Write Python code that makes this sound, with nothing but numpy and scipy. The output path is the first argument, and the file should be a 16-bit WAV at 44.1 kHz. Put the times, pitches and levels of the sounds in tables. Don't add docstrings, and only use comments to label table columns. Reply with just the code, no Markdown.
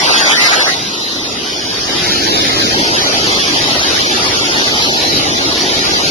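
import sys
import numpy as np
from scipy import signal
from scipy.fft import rfft, irfft
from scipy.io import wavfile
from scipy.ndimage import uniform_filter1d

SR = 44100
rng = np.random.default_rng(int(sys.argv[2]) if len(sys.argv) > 2 else 0)


def output_pcm(signal):
    pcm = np.clip(np.atleast_2d(signal).T, -1, 1) * 32767
    wavfile.write(sys.argv[1], SR, np.round(pcm).astype(np.int16))


def amplitude_ratio(level_db):
    exponent = np.asarray(level_db, float) / 20
    return 10 ** exponent


N = 269010
SIZE, HOP = 1024, 256
HZ = np.fft.rfftfreq(SIZE, 1 / SR)
BIN_HZ = HZ[:, None]
TIMES = np.arange(N // HOP + 5) * HOP / SR
EARLY_END_S = 0.74


def engines():
    # (time [s], exposure [dB])
    exposure = [(0.0, 1), (0.3, 1.1), (0.42, 1), (0.54, 2), (0.6, -0.5), (0.71, -0.5), (0.77, -9),
                (1.1, -10.5), (1.72, -9), (1.95, -5), (2.12, -2.5), (2.6, -1.5), (3.9, -1), (4.4, -2),
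                (4.6, -1.2), (5.4, -3), (6.1, -1.5)]
    steady_db = [-23.5, -26.5, -19.5]
    follows = [0.78, 0.89, 0.74]
    early_db = [-8, 1, -0.5]
    # (frequency [Hz], density [dB per Hz])
    rumble_spectrum = [(20, -54), (35, -30.5), (60, -11.5), (120, -4), (200, -6), (290, 1), (400, -0.5),
                       (550, -13), (900, -40.5)]
    blast_spectrum = [(250, -17.5), (500, -2.5), (780, 0.5), (1100, -4), (1800, -3), (2500, -5),
                      (3500, -11), (5000, -69)]
    roar_spectrum = [(1200, -55), (2200, -13), (3000, -4.5), (4000, 2.5), (5000, 1), (5800, -2.5),
                     (6500, -7.5), (7200, -15.5), (7550, -26), (7750, -38), (8080, -35), (8160, -63)]
    # (frequency [Hz], gain [dB])
    deep_bass = [(25, -16), (70, -18), (150, 1), (250, 3)]
    # (time [s], half length [s], gain [dB])
    gusts = [
        (1.3, 0.14, 3.5),
        (2.3, 0.61, 1.5),
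        (4.1, 0.25, -1.5),
        (5.15, 0.039, 5),
        (5.6, 0.31, 1.5),
    ]
    early_tilt_db, early_chop_db = 1, 2.2

    early = 1 / (1 + np.exp((TIMES - EARLY_END_S) / 0.011))
    levels_db = np.c_[steady_db] + np.c_[follows] * over_time(exposure) + np.c_[early_db] * early
    rumble_db, blast_db, roar_db = levels_db

    rumble_db = rumble_db + swells(gusts)[0] + 3.0
    rumble = layer(rumble_spectrum, rumble_db, patchy_db=1.6, hz=90, s=0.05)
    held_down = np.clip(1.1 - TIMES / 1.1, 0, 2)
    rumble = rumble * amplitude_ratio(2 * over_hz(deep_bass) * held_down)

    tilt_db = early_tilt_db * np.outer(np.log2(HZ / 1000 + 0.26), early)
    blast_db = blast_db + early * blast_core_db() + 8.5 + tilt_db
    blast = layer(blast_spectrum, blast_db, patchy_db=2.5, hz=200, s=0.02)

    roar_db = roar_db + 5.5 + fan_howls_db()
    roar = layer(roar_spectrum, roar_db, patchy_db=2.5, hz=200, s=0.02)

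    chop = amplitude_ratio(2 * early_chop_db * early * patches(700, 0.025))
    return np.sqrt(rumble + (blast + roar) * chop)


def blast_core_db():
    # (time [s], centre [Hz], level over the blast [dB])
    core = [
        (0.0, 1250, 1),
        (0.2, 1610, 0.5),
        (0.45, 2100, 6.5),
        (0.62, 2050, 2.5),
        (0.75, 1900, 8.5),
    ]
    core_hz, core_db = over_time(core)
    return core_db * np.exp(-((BIN_HZ - core_hz) / 320) ** 2)


def fan_howls_db():
    # (time [s], upper [Hz], lower [Hz], upper over the roar [dB], lower over the roar [dB])
    howls = [(0.0, 3830, 3110, -5, -1), (0.35, 3960, 3170, 3.5, 5.5), (0.7, 3770, 3060, 2.5, 3),
             (0.95, 3950, 2900, 7, 3), (1.3, 4040, 3040, 1.5, 4.5), (1.9, 4080, 3120, 0.5, 3.5),
             (2.4, 4030, 2930, 3.5, 4.5), (3.3, 3900, 3240, -0.5, 3), (3.65, 3920, 3070, 1.5, 3.5),
             (4.05, 4200, 2980, 0.5, 2), (4.3, 3970, 2950, -2.5, 5), (4.6, 4150, 2910, -2, 5),
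             (4.95, 4000, 3140, 1.5, 2.5), (5.15, 3940, 2940, 4, 0), (5.7, 4010, 3090, 2.5, 5),
             (6.1, 4200, 3130, 2, 0)]
    howl_width_hz = [260, 240]
    wander_db, upper_trim_db = -1.86, -3
    upper_hz, lower_hz, upper_db, lower_db = over_time(howls)
    total_db = 0
    for hz, db, width_hz in zip((upper_hz, lower_hz), (upper_db + upper_trim_db, lower_db), howl_width_hz):
        hump = np.exp(-((BIN_HZ - hz) / width_hz) ** 2)
        total_db = total_db + (db + wander_db * wander()) * hump
    return total_db


def layer(spectrum, level_db, patchy_db, hz, s):
    power = amplitude_ratio(over_hz(spectrum)) ** 2
    return power / power.sum() * amplitude_ratio(level_db + patchy_db * patches(hz, s)) ** 2


def patches(hz, s):
    field = rng.standard_normal((len(TIMES), len(HZ))).T
    wide = max(round(hz * SIZE / SR), 1)
    long = max(round(s * SR / HOP), 1)
    for _ in range(2):
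        field = uniform_filter1d(field, wide, axis=0)
        field = uniform_filter1d(field, long, axis=1)
    return evened(field)


def wander():
    wide = max(round(0.12 * SR / HOP), 1)
    drift = uniform_filter1d(rng.standard_normal(len(TIMES)), wide)
    return evened(uniform_filter1d(drift, wide))


def swells(rows):
    s, half_s, *columns = np.transpose(rows)
    bumps = np.exp(-((TIMES[:, None] - s) / half_s) ** 4)
    return [bumps @ c for c in columns]


def over_time(rows):
    s, *columns = np.transpose(rows)
    return [np.interp(TIMES, s, c) for c in columns]


def over_hz(points):
    hz, value = np.transpose(points)
    return np.interp(np.log(HZ + 1), np.log(hz + 1), value)[:, None]


def evened(x):
    return x / np.sqrt(np.mean(x ** 2) + 1e-20)


def ports():
    # (frequency [Hz], strength [ratio])
    aimed = [(60, 6.5), (200, 1.3), (600, 2.0), (1500, .75), (3000, .9), (4500, 0.22), (7000, 0.1)]
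    # (frequency [Hz], share [ratio])
    phase_lead = [(150, 0.0087), (500, 0.11), (900, 0.93), (1400, 0.05)]
    most_alike = 2.05
    alike = None
    lag_ms, share = phone_swings()
    comb = np.cos(2 * np.pi * BIN_HZ * lag_ms / 1000)
    bass = (1.1 + 2.0 * np.clip(TIMES / 0.72, 0, 1) ** 4) * np.exp(-BIN_HZ / 225)
    scatter = 0.45 * patches(260, 0.022) + 0.1 * patches(350, 0.12)
    scatter = scatter * np.clip(BIN_HZ / 900, 0, 1)
    alike = over_hz(aimed) * (share + 0.14) * comb + bass + scatter
    alike = alike - body_echo() + reflections()
    alike = np.tanh(np.minimum(alike, most_alike))

    a, b, c, d = rng.standard_normal((len(TIMES), len(HZ), 4)).T
    lead = np.clip(over_hz(phase_lead), 0, 1)
    mid = a + 1j * b
    side = lead * 1j * mid + np.sqrt(1 - lead ** 2) * (c + 1j * d)
    mid = mid * np.sqrt((1 + alike) / 2)
    side = side * np.sqrt((1 - alike) / 2)
    return np.array([mid + side, mid - side])


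def phone_swings():
    # (time [s], half length [s], extra lag [ms], extra share [ratio])
    swings = [(.4, 0.19, -0.02, -0.18), (.97, 0.035, -.08, 0.44), (1.2, 0.11, -0.085, 0.17),
              (1.6, 0.03, -0.14, 0.31), (1.95, 0.17, 0.027, -0.19), (2.27, 0.18, .12, 0.39),
              (2.6, 0.11, 0.1, 0.23), (2.85, 0.099, -0.023, 0.35), (3.35, 0.2, -0.016, 0.13),
              (3.78, 0.12, -0.034, 0.18), (4.05, 0.057, -0.054, 0.24), (4.55, 0.11, -0.054, 0.037),
              (4.83, 0.17, -0.08, 0.2), (5.1, 0.059, -0.052, 0.046), (5.33, 0.066, -0.029, -0.056),
              (5.7, 0.16, -0.012, 0.039), (6.0, 0.087, -0.048, 0.15)]
    rest_lag_ms, rest_share = 0.33, 0.27
    return np.c_[[rest_lag_ms, rest_share]] + swells(swings)


def body_echo():
    lag_ms, from_hz, end_s = 0.46, 1400, 1.7
    echo = np.cos(2 * np.pi * HZ * lag_ms / 1000) * np.clip(HZ / from_hz, 0, 1)
    near = 0.29 * np.exp(-(TIMES / end_s) ** 8)
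    lit = 0.24 * np.exp(-(TIMES / EARLY_END_S) ** 8)
    return np.outer(echo, near + lit)


def reflections():
    # (time [s], half length [s], frequency [Hz], strength [ratio])
    joined = [(.05, 0.045, 2620, 0.97), (.16, .03, 5330, 0.9), (.41, 0.045, 2970, 1),
              (.42, 0.037, 5730, 0.73), (.52, 0.049, 3030, 0.94), (.61, 0.023, 3010, 0.83),
              (.79, 0.039, 2220, 1.2), (.97, 0.046, 3320, 1), (1.22, .05, 3260, 0.82),
              (1.34, 0.031, 5430, 0.84), (1.49, 0.029, 3270, 1.5), (1.56, .05, 5400, 1.6),
              (1.65, 0.043, 3280, 1.4), (1.82, .04, 2710, 1.2), (2.0, 0.014, 3500, 1.6),
              (2.05, 0.038, 2420, 1.7), (2.09, 0.047, 1810, 0.99), (2.14, 0.068, 2550, 0.93),
              (2.41, 0.061, 3620, 0.94), (2.42, 0.073, 2364, 1.15), (3.58, .04, 3600, 1),
              (3.91, 0.053, 2650, 0.99), (4.08, 0.032, 4810, 0.93), (4.15, 0.034, 2760, 0.84),
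              (4.23, 0.033, 3700, 0.79), (4.53, 0.04, 3260, 1.4), (4.62, 0.037, 5340, 0.68),
              (5.09, 0.027, 4440, 0.65), (5.24, 0.026, 2260, 1.2), (5.27, 0.026, 2900, .9),
              (5.49, 0.029, 3100, .9), (5.66, 0.065, 3400, 1.4), (5.95, 0.045, 5800, 1.1)]
    # (time [s], half length [s], frequency [Hz], strength [ratio])
    opposed = [(0.102, 0.029, 4400, 0.57), (.22, 0.022, 4250, 1.5), (0.379, 0.035, 3960, 2),
               (.4, 0.071, 2387, 0.85), (0.627, 0.036, 4440, 2.4), (1.2, .06, 4520, 1.1),
               (1.7, 0.041, 4360, 1.3), (2.08, 0.026, 3280, 1.3), (2.34, 0.067, 5360, 1.3),
               (2.45, 0.098, 3090, 0.89), (2.633, 0.077, 2850, 1.4), (2.75, 0.048, 5350, 1.1),
               (2.77, 0.094, 3660, 0.88), (3.05, 0.048, 3630, 2.3), (4.39, 0.054, 1990, 2.3),
               (4.44, .04, 4400, 1.1), (4.74, 0.043, 2337, 1.4), (4.883, 0.034, 2176, 1.6),
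               (4.916, 0.045, 1400, 2.3), (4.934, 0.092, 3400, 0.72), (5.153, 0.07, 3430, 1.4),
               (5.252, 0.052, 4470, 0.89), (5.37, .04, 1425, 1.5), (5.451, 0.066, 2530, 0.59),
               (.64, .025, 4000, 1.2), (.66, .04, 2430, 0.88), (1.16, 0.06, 2420, 1.06),
               (1.6, 0.026, 1240, 1.7), (2.26, 0.042, 1290, .9), (2.4, 0.038, 1010, 0.46),
               (2.66, 0.026, 1070, 1.2), (2.82, 0.034, 1605, 2.3), (2.9, 0.047, 1767, 1.26),
               (3.0, 0.045, 6200, 1.9), (3.21, 0.02, 1674, 1.3), (3.32, .03, 1510, 1.1),
               (3.37, 0.038, 2280, 0.9), (3.7, 0.057, 1690, 0.83), (3.73, 0.043, 2420, 1.1),
               (4.04, .04, 1555, 1.8), (4.64, .05, 1880, .9), (4.81, .04, 6550, 2.3),
               (5.09, 0.037, 1390, 1.5), (5.25, 0.053, 1814, 0.64), (5.68, 0.036, 1205, 1.1),
               (6.04, 0.039, 1870, 1.1)]
    return 1.55 * (blobs(joined) - blobs(opposed))


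def blobs(rows):
    s, half_s, hz, strength = np.transpose(rows)
    across = strength * np.exp(-((BIN_HZ - hz) / 240) ** 2)
    along = np.exp(-((TIMES - s[:, None]) / half_s[:, None]) ** 4)
    return across @ along


def scene():
    sound = signal.istft(engines() * ports(), nperseg=SIZE, noverlap=SIZE - HOP)[1]
    return sound[:, :N] * amplitude_ratio(1.14)


def coarse_rounding(x, steps, size, start, jitter_db, spread_hz, band):
    bands = round(steps[-1][0] * 2 * size / SR / band)
    n = np.arange(2 * size) + 0.5
    k = np.arange(bands * band) + 0.5
    bell = np.kaiser(size + 1, 4 * np.pi)
    rise = np.sqrt(np.cumsum(bell[:size]) / bell.sum())
    window = np.r_[rise, rise[::-1]]
    basis = np.sqrt(2 / size) * window * np.cos(np.pi / size * np.outer(k, n + size / 2))

    count, lead_in = N // size + 3, 2 * size - start
    padding = ((0, 0), (lead_in, (count + 1) * size - N - lead_in))
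    halves = np.pad([x[0] + x[1], x[0] - x[1]], padding).reshape(2, -1, size)
    lines = np.concatenate([halves[:, :-1], halves[:, 1:]], axis=2) @ basis.T

    spread = max(round(spread_hz * 2 * size / SR), 1)
    masker = uniform_filter1d((lines ** 2).mean(0), spread, axis=1)
    masker = uniform_filter1d(masker, size=3, axis=0)
    hz, db = np.transpose(steps)
    step_db = np.interp(np.log(k * SR / (2 * size)), np.log(hz), db)
    chance = rng.standard_normal((count, bands, 2)).transpose(2, 0, 1)
    lingering = 0.9 * chance + 0.44 * np.roll(chance, 1, axis=1)
    wobble_db = jitter_db * np.repeat(lingering, band, axis=2)
    step = np.sqrt(abs(masker) + 1e-20) * amplitude_ratio(step_db + wobble_db)

    blocks = (step * np.round(lines / step)) @ basis
    pair = (blocks[:, 1:, :size] + blocks[:, :-1, size:]).reshape(2, -1)
    pair = pair[:, size - start:][:, :N]
    return np.array([pair[0] + pair[1], pair[0] - pair[1]]) / 2


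def top_band(x):
    # (frequency [Hz], gain [dB])
    copy_gain = [(8200, -53), (8450, -16), (9000, -20), (10000, -11.5), (11000, -19), (11700, -21.5),
                 (12200, -26), (12400, -42)]
    # (frequency [Hz], level [dB])
    fill_colour = [(8200, -54), (8450, -2), (9000, 0.5), (10000, -8.5), (11000, 1.5), (11600, 2.5),
                   (12000, -11.5), (12400, -28)]
    shift_hz, copy_db, fill_db = 7493, -3, -27
    f = np.fft.rfftfreq(N, 1 / SR)
    gain, colour = (amplitude_ratio(np.interp(f, *np.transpose(t), left=-120, right=-120))
                    for t in (copy_gain, fill_colour))
    shifted = np.roll(rfft(x), round(shift_hz * N / SR), axis=1)
    copy = irfft(shifted * gain, N)
    fill = evened(irfft(rfft(rng.standard_normal((N, 2)).T) * colour, N))
    loudness = np.sqrt(abs(uniform_filter1d((x ** 2).mean(0), size=2048)))
    return amplitude_ratio(copy_db) * copy + amplitude_ratio(fill_db) * loudness * fill


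def soft_limit(x):
    knee, room = 0.56, 0.26
    bent = np.sign(x) * (knee + room * np.tanh((abs(x) - knee) / room))
    return np.where(abs(x) > knee, bent, x)


def top_cut(x):
    return signal.sosfilt(signal.butter(12, 12400, fs=SR, output="sos"), x)


def record(dry):
    # (frequency [Hz], step over the local level [dB])
    first_steps = [(150, -7), (600, -1), (1000, 7), (2000, 9), (3500, 9), (5000, 8), (6500, 9), (8150, 9)]
    second_steps = [(150, -22), (700, -12), (1200, -2), (2200, 2), (4000, -3), (5500, -3), (7000, 7),
                    (7500, 9), (7950, 12), (8700, 11), (9800, 6), (11600, 5), (12400, 13)]
    thin = coarse_rounding(dry, first_steps, 1664, 400, jitter_db=2.3, spread_hz=600, band=14)
    full = soft_limit(thin + top_band(thin))
    again = coarse_rounding(full, second_steps, 1024, 950, jitter_db=2.8, spread_hz=900, band=14)
    return top_cut(again)


dry = scene()
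out = record(dry)
output_pcm(out)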